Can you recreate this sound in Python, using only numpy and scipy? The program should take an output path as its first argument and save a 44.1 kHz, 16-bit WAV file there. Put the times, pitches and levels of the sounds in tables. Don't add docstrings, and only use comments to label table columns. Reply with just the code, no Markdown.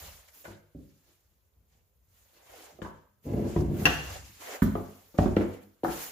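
import sys
import numpy as np
from scipy import signal
from scipy.io import wavfile

SR = 44100
rng = np.random.default_rng(int(sys.argv[2]) if len(sys.argv) > 2 else 0)


def transcribe(u):
    v = np.clip(np.atleast_2d(u).T, -1, 1)
    q = np.round(v * 32767).astype(np.int16)
    wavfile.write(sys.argv[1], SR, q)


N = 269451

# start_s, push_db, loudest_pitch_hz, fall_below_db_per_octave,
# fall_above_db_per_octave, left_minus_right_db, rattle_decay_ms (to 1/e), rattle_db (beside the click)
KNOCKS = [(0.286, -44, 2190, 12, 16, 9, 3, -16), (0.452, -30.5, 1070, 8, 7.5, 3, 18, -0.5),
          (0.478, -39.5, 505, 3.5, 11, 1.5, 31, 7.5), (0.748, -35, 465, 1.5, 34, -1, 48, 3.5),
          (2.788, -34, 650, 12, 23, -4, 21, 4), (2.818, -24, 1030, 3, 5, 4, 20, -7.5),
          (2.847, -34.5, 1340, 5, 50, 0, 11, 12.7), (3.561, -17, 665, 2.5, 9, 0.5, 6.7, 0),
          (3.865, -17, 520, 4.5, -2, 1.1, 6.7, -2.5), (4.620, -12.5, 221, 1, 3, -3, 12, -1),
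          (4.658, -13.5, 75, 7, 7.5, -2, 32, -9), (4.753, -16, 845, 5.5, 11.5, 1.5, 14, -2.5),
          (5.142, -32, 700, 9, 18, 3.5, 40, 3.5), (5.186, -3.5, 517, 4, 12, 0.5, 5.7, -6.5),
          (5.257, -17, 246, 4, 5, -6, 18, -0.5), (5.366, -3.5, 363, 6, 6, 0, 10, -7.5),
          (5.409, -17.5, 328, 19, 5.5, 0, 17, -1.5), (5.834, -17.5, 550, 7.5, 10.5, 1, 9.1, 1),
          (5.846, -6.5, 780, 18.5, 15.5, 3, 5.6, -14), (5.882, -20.5, 738, 6, 10.5, 7, 9, 1.5)]
# pitch_hz, level_db, t60_s (under a knock)
BOARD_MODES = [(63, 0, .3), (95, 0, .25), (148, 0, .2), (210, -2, .15), (256, -3, .1), (291, -2.5, .09),
               (342, -2.5, .09), (400, -5, .05), (465, -3, .05), (570, -3, .04), (660, -3, .03),
               (830, -1, .018), (1050, 0, .012), (1300, 1, .012), (1520, 0, .010), (1750, 2, .010),
               (2200, 2, .006), (2900, 3, .004), (4000, 3, .003), (5500, 2, .002)]
# start_s, strength_db
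CLANKS = [(3.8548, -9.5), (3.8616, -17), (3.928, -36)]
# pitch_hz, level_db, t60_s
STEEL_MODES = [(910, -20, 0.023), (1440, -24, 0.049), (1720, -1, 0.02), (1830, -9, 0.019),
               (1970, -5, 0.0092), (2720, -11.5, 0.031), (2716, 2, 0.0091), (2790, -15.5, 0.07),
               (2735, -12.5, 0.03), (3200, -18.5, .008), (4380, -10.5, 0.0079), (5780, -14.5, 0.04),
               (6200, -17, .005), (7500, -20, .005), (10060, -15.5, 0.0098), (11300, -20, 0.006),
               (12400, -26, 0.006), (14600, -24, .005)]
# full_level_s, rise_s, hold_s, fall_s, level_db,
# tilt_db_per_octave (about 200 Hz)
DRAGS = [(0.052, .1, .03, 0.12, -48, -15), (0.38, 0.043, 0.034, .06, -62.5, 8),
         (1.094, 0.036, 0.0081, 0.033, -64.5, 5), (1.03, .02, .02, .04, -70, 9.5),
         (1.32, 0.036, 0.027, 0.05, -70.5, -9), (1.577, 0.026, 0.03, 0.095, -64.5, -11),
         (1.75, 0.067, 0.021, 0.12, -68.5, -8), (2.0, 0.13, 0.18, 0.26, -69.5, -11),
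         (2.368, 0.045, 0.006, 0.032, -60, 12), (2.504, 0.066, 0.026, 0.049, -64, -19),
         (2.736, 0.028, 0.018, 0.031, -59, -1), (3.279, .03, .2, 0.046, -27.5, -0.25),
         (3.597, 0.033, 0.011, 0.042, -27.5, -5.5), (3.673, 0.086, 0.21, 0.054, -30, -3),
         (3.98, .05, .18, 0.086, -44.5, -12), (4.256, 0.069, 0.014, .1, -53.5, -7.5),
         (5.956, .04, 0.029, 0.33, -49, 13)]
# full_level_s, rise_s, hold_s, fall_s, rustle_db,
# top_octave_db (added to rustle_db), scuff_db
MOVES = [(0.0, .05, 0.08, 0.24, -46, -3.5, -56), (0.282, .004, 0.0043, 0.022, -56, -10, -82),
         (0.352, 0.033, 0.053, 0.15, -58.5, 5, -90), (0.446, 0.0057, 0.074, 0.1, -56, -33, -54.5),
         (0.853, .2, .25, 0.44, -71, -4.5, -89), (1.094, .05, 0.013, 0.12, -74.5, -4, -80),
         (1.732, .06, 0.013, 0.17, -73, -13, -78), (2.2, .15, 0.021, 0.45, -66, -0.5, -75),
         (2.353, .1, 0.014, 0.05, -75, -6, -111.5), (2.58, .2, 0.076, 0.16, -52, -7, -52.5),
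         (2.822, .003, .01, 0.14, -53.5, -16, -66), (3.254, .03, 0.16, 0.069, -58, -1.5, -70.5),
         (3.502, .1, 0.11, 0.1, -49.5, -10, -52), (3.85, .15, .03, 0.034, -45, 1, -42.5),
         (3.906, .02, .01, 0.24, -41.5, -10, -46.5), (4.136, .2, 0.026, 0.099, -43, -11.5, -48),
         (4.262, 0.053, 0.13, .1, -54, -7.5, -87), (4.41, 0.014, 0.011, 0.16, -47.5, -6, -54),
         (4.526, .12, 0.03, .08, -43.5, -7, -40.5), (4.625, .003, .005, 0.051, -48, 11.5, -60.5),
         (4.658, .05, 0.01, 1, -55, -1, -62.5), (4.976, 0.079, 0.018, 0.036, -98, 6, -80.5),
         (5.154, 0.0102, 0.022, 0.062, -68, -8, -73), (5.181, 0.0028, 0.053, .17, -45.5, -15, -51),
         (5.364, .003, 0.064, 0.16, -59.5, -4, -44.5), (5.541, 0.062, 0.0058, 0.053, -61, -2.5, -58),
         (5.631, .03, 0.0052, 0.026, -66, 2.5, -61), (5.841, 0.0072, 0.13, 0.14, -49.5, 0.5, -52.5),
         (5.92, .04, .02, 0.049, -46.5, -10, -51), (6.028, 0.11, 0.012, 0.19, -40, 0.5, -52)]
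# pitch_hz, relative_level_db_per_hz
SCUFF_COLOUR = [(180, -37), (300, -22.5), (438, -24.5), (587, -6), (684, -9), (840, -7), (916, -17),
                (2020, -20.5), (4000, -36.5), (5200, -41), (8800, -120)]
# pitch_hz, level_db, t60_s
SLEEVE_NOTE = (528, -7, 0.012)
# pitch_hz, relative_level_db_per_hz
RUSTLE_COLOUR = [(530, -31.5), (900, -7), (1390, -8.5), (2020, -7.5), (3510, -7.5), (3860, -8.5),
                 (7060, -8.5), (8350, -7.5), (11300, -9), (12100, -2), (15100, -5), (16000, -0.5)]
# pitch_hz, relative_level_db_per_hz
HUM_COLOUR = [(15, -35), (25, -4.5), (70, 10.5), (87, 1.5), (256, -21), (476, -12), (607, -16),
              (4250, -37.5), (5140, -51), (6920, -41.5), (8360, -42.5), (11900, -22), (16000, -20.5)]
# pitch_hz, correlation (no unit)
LIKENESS = [(50, 0.7), (300, 0.88), (700, 0.091), (2000, 0.13), (12000, 0.059)]
# pitch_hz, t60_s
GARAGE_DECAY = [(60, 0.46), (250, 0.47), (1000, 0.49), (3000, 0.59), (8000, 0.67), (15000, 0.71)]
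# pitch_hz, width_hz, level_db
MIC_COLOUR = [(6920, 570, 4.5), (8850, 4300, -6), (11900, 870, 2.5)]

CONTACT_S = .00003
BOARD_DB = -8
SPOT_SPREAD, SPOT_FROM_HZ = 0.076, 280
SWELL_DB = 20
RISE_BEND = 1.6
TOP_OCTAVE_HZ, STILL_RUSTLE_DB = 9000, -81.5
HUM_DB = -71.5
UNDERSIDE_S, UNDERSIDE_HZ = 0.0087, 833
STRAIGHT_DB = -4
LEFT_LEAD_S = .00008
GARAGE_DB, CLANK_ROOM_DB = -4.5, -2.5
MIC_LOW_HZ, CUTOFF_HZ = 46.6, 15800


def knock_push(rattle_ms, rattle_db):
    t = np.arange(SR // 2) / SR
    rattle = rng.standard_normal(len(t)) * np.exp(-1000 * t / max(rattle_ms, 1))
    push = from_db(rattle_db) * rms_one(rattle) / np.sqrt(len(t))
    push[0] = 1
    soft = np.exp(-1 / (CONTACT_S * SR))
    return signal.lfilter([(1 - soft) ** 2], [1, -2 * soft, soft ** 2], push)


def knocks():
    near, sent = np.zeros((2, N + SR)), np.zeros(N + SR)
    for start_s, push_db, top_hz, below, above, pan_db, rattle_ms, rattle_db in KNOCKS:
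        push = knock_push(rattle_ms, rattle_db)
        chance_db = rng.normal(0, 2.13, len(BOARD_MODES))
        moved = rng.normal(0, 1, len(BOARD_MODES))
        sound = 0
        for k, (hz, level_db, t60) in enumerate(BOARD_MODES):
            octaves = np.log2(hz / top_hz)
            colour_db = push_db + below * min(octaves, 0) - above * max(octaves, 0)
            pitch = hz * (1 + SPOT_SPREAD * moved[k] * (hz > SPOT_FROM_HZ))
            swing = (-1) ** (k // 3)
            gain = swing * from_db(colour_db + level_db + BOARD_DB + chance_db[k])
            sound = sound + gain * ring(push, pitch, t60)
        place = slice(round(start_s * SR), round(start_s * SR) + len(sound))
        near[:, place] += underside(sound) * from_db(np.array([[.5], [-.5]]) * pan_db)
        sent[place] += sound
    return near[:, :N], sent[:N]


def clanks():
    rows = np.array(CLANKS)
    clicks = np.zeros(N)
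    clicks[np.round(rows[:, 0] * SR).astype(int)] = from_db(rows[:, 1])
    return sum(from_db(level_db) * ring(clicks, hz, t60) for hz, level_db, t60 in STEEL_MODES)


def drag():
    rows = np.array(DRAGS)
    gains = from_db(swells(DRAGS) + rows[:, [4]]) + 1e-9
    level = full_rate(gains.sum(axis=0))
    tilt = full_rate(rows[:, 5] @ gains / gains.sum(axis=0))
    slips = (rng.random(N) < 900 / SR) * rng.standard_normal(N)
    shaken, power = 0, 0
    for k, (hz, _, t60) in enumerate(BOARD_MODES):
        treble_loss_db = 10.5 * np.log2(max(hz / 480, 1))
        bass_loss_db = 4.3 * np.log2(max(130 / hz, 1))
        share = from_db(tilt * np.log2(hz / 200) - treble_loss_db - bass_loss_db)
        mode = rms_one(ring(slips, hz, 0.63 * t60))
        shaken = shaken + share * mode * (-1) ** k
        power = power + share ** 2
    return level * shaken / np.sqrt(power)


def cloth():
    shape_db = swells(MOVES)
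    rustle_db, top_db, scuff_db = np.array(MOVES).T[4:, :, None]
    note_hz, note_db, note_t60 = SLEEVE_NOTE
    scuff = hiss(SCUFF_COLOUR, 2.9, rate_hz=20.0)
    scuff = scuff + from_db(note_db) * rms_one(ring(scuff, note_hz, note_t60))
    scuff_gain = full_rate(from_db(shape_db + scuff_db).sum(axis=0))
    out = scuff_gain * scuff * from_db([[-.8], [.8]])
    rustle = hiss(RUSTLE_COLOUR, 1.8, rate_hz=28.0)
    for kind, db, pan_db in (("low", rustle_db, .3), ("high", rustle_db + top_db, -1.5)):
        part = signal.sosfilt(signal.butter(4, TOP_OCTAVE_HZ, kind, fs=SR, output="sos"), rustle)
        gain = full_rate(from_db(shape_db + db).sum(axis=0)) + from_db(STILL_RUSTLE_DB)
        out += gain * part * from_db([[pan_db], [-pan_db]])
    return out


def hum_and_hiss():
    return from_db(HUM_DB) * hiss(HUM_COLOUR, 1.2, rate_hz=1.4)


def underside(x):
    t, n = np.arange(SR // 25) / SR, np.arange(len(x))
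    echoes = rng.standard_normal((2, len(t))) * np.exp(-t / UNDERSIDE_S)
    echoes /= np.sqrt(np.sum(echoes ** 2, axis=1, keepdims=True))
    echoes[:, 0] = from_db(STRAIGHT_DB)
    low = signal.sosfilt(signal.butter(2, UNDERSIDE_HZ, "low", fs=SR, output="sos"), x)
    high = signal.sosfilt(signal.butter(2, UNDERSIDE_HZ, "high", fs=SR, output="sos"), x)
    out = low + signal.fftconvolve(high[None], echoes, axes=1)[:, :len(x)]
    out[1] = np.interp(n - LEFT_LEAD_S * SR, n, out[1])
    return out


def garage(sent):
    t = np.arange(SR) / SR

    def decay(hz):
        t60 = at_hz(GARAGE_DECAY, hz)
        return from_db(-60 * t / t60) / np.sqrt(t60)

    tail = bands(SR, decay)
    tail *= 1 - np.exp(-(t / 0.016) ** 2)
    tail /= np.sqrt(np.sum(tail ** 2) / 2)
    return from_db(GARAGE_DB) * signal.fftconvolve(sent[None], tail, axes=1)[:, :N]


def hiss(colour, patchy_db, rate_hz):
    together = drift(rate_hz)

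    def flicker(hz):
        return from_db(at_hz(colour, hz) + patchy_db * (0.18 * together + drift(rate_hz)))

    return rms_one(bands(N, flicker))


def bands(length, shape):
    out, edges = 0, 25 * 2 ** np.arange(0, 9.6, .5)
    white = rng.standard_normal((2, 2, length))
    for k, (low, high) in enumerate(zip(edges, edges[1:])):
        band = signal.butter(2, [low, high], "band", fs=SR, output="sos")
        mid, side = signal.sosfilt(band, white[k % 2])
        hz = np.sqrt(low * high)
        alike = np.clip(at_hz(LIKENESS, hz), -1, 1)
        stereo = np.sqrt(1 + alike) * mid + np.sqrt(1 - alike) * side * [[1], [-1]]
        out = out + shape(hz) * stereo
    return out


def ring(push, hz, t60):
    r, w = from_db(-60 / (max(t60, .001) * SR)), 2 * np.pi * hz / SR
    return signal.lfilter([0, np.sin(w)], [1, -2 * r * np.cos(w), r * r], push + 1e-18)


def swells(rows):
    start, rise, hold, fall = np.array(rows)[:, :4, None].transpose(1, 0, 2)
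    t = np.arange(0, N + 32, 32) / SR - start
    before = (np.maximum(-t, 0) / rise) ** RISE_BEND
    after = np.maximum(t - hold, 0) / fall
    return -SWELL_DB * (before + after)


def full_rate(slow):
    return np.interp(np.arange(N) / 32, np.arange(len(slow)), slow)


def drift(rate_hz):
    r = np.exp(-2 * np.pi * rate_hz * 40 / SR)
    noise = rng.standard_normal(N // 40 + 2002)
    slow = signal.lfilter([1], [1, -2 * r, r * r], noise)[2000:]
    return np.interp(np.arange(N) / 40, np.arange(len(slow)), rms_one(slow))


def at_hz(points, hz):
    return np.interp(np.log(hz), np.log(np.array(points)[:, 0]), np.array(points)[:, 1])


def rms_one(x):
    return x / np.sqrt(np.mean(x ** 2) + 1e-20)


def from_db(db):
    return 10 ** (np.asarray(db) / 20)


def scene():
    (near, sent), steel, dragged = knocks(), clanks(), drag()
    close = near + underside(dragged) + underside(steel) * from_db([[.8], [-.8]])
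    room = garage(sent + dragged + from_db(CLANK_ROOM_DB) * steel)
    return close + room + cloth() + hum_and_hiss()


def record(dry):
    heard = signal.sosfilt(signal.butter(3, MIC_LOW_HZ, "high", fs=SR, output="sos"), dry)
    for hz, width, db in MIC_COLOUR:
        peak = signal.lfilter(*signal.iirpeak(hz, hz / width, fs=SR), heard)
        heard = heard + (from_db(db) - 1) * peak
    return signal.sosfilt(signal.cheby2(14, 60, CUTOFF_HZ + 250, fs=SR, output="sos"), heard)


dry = scene()
out = record(dry)
transcribe(out)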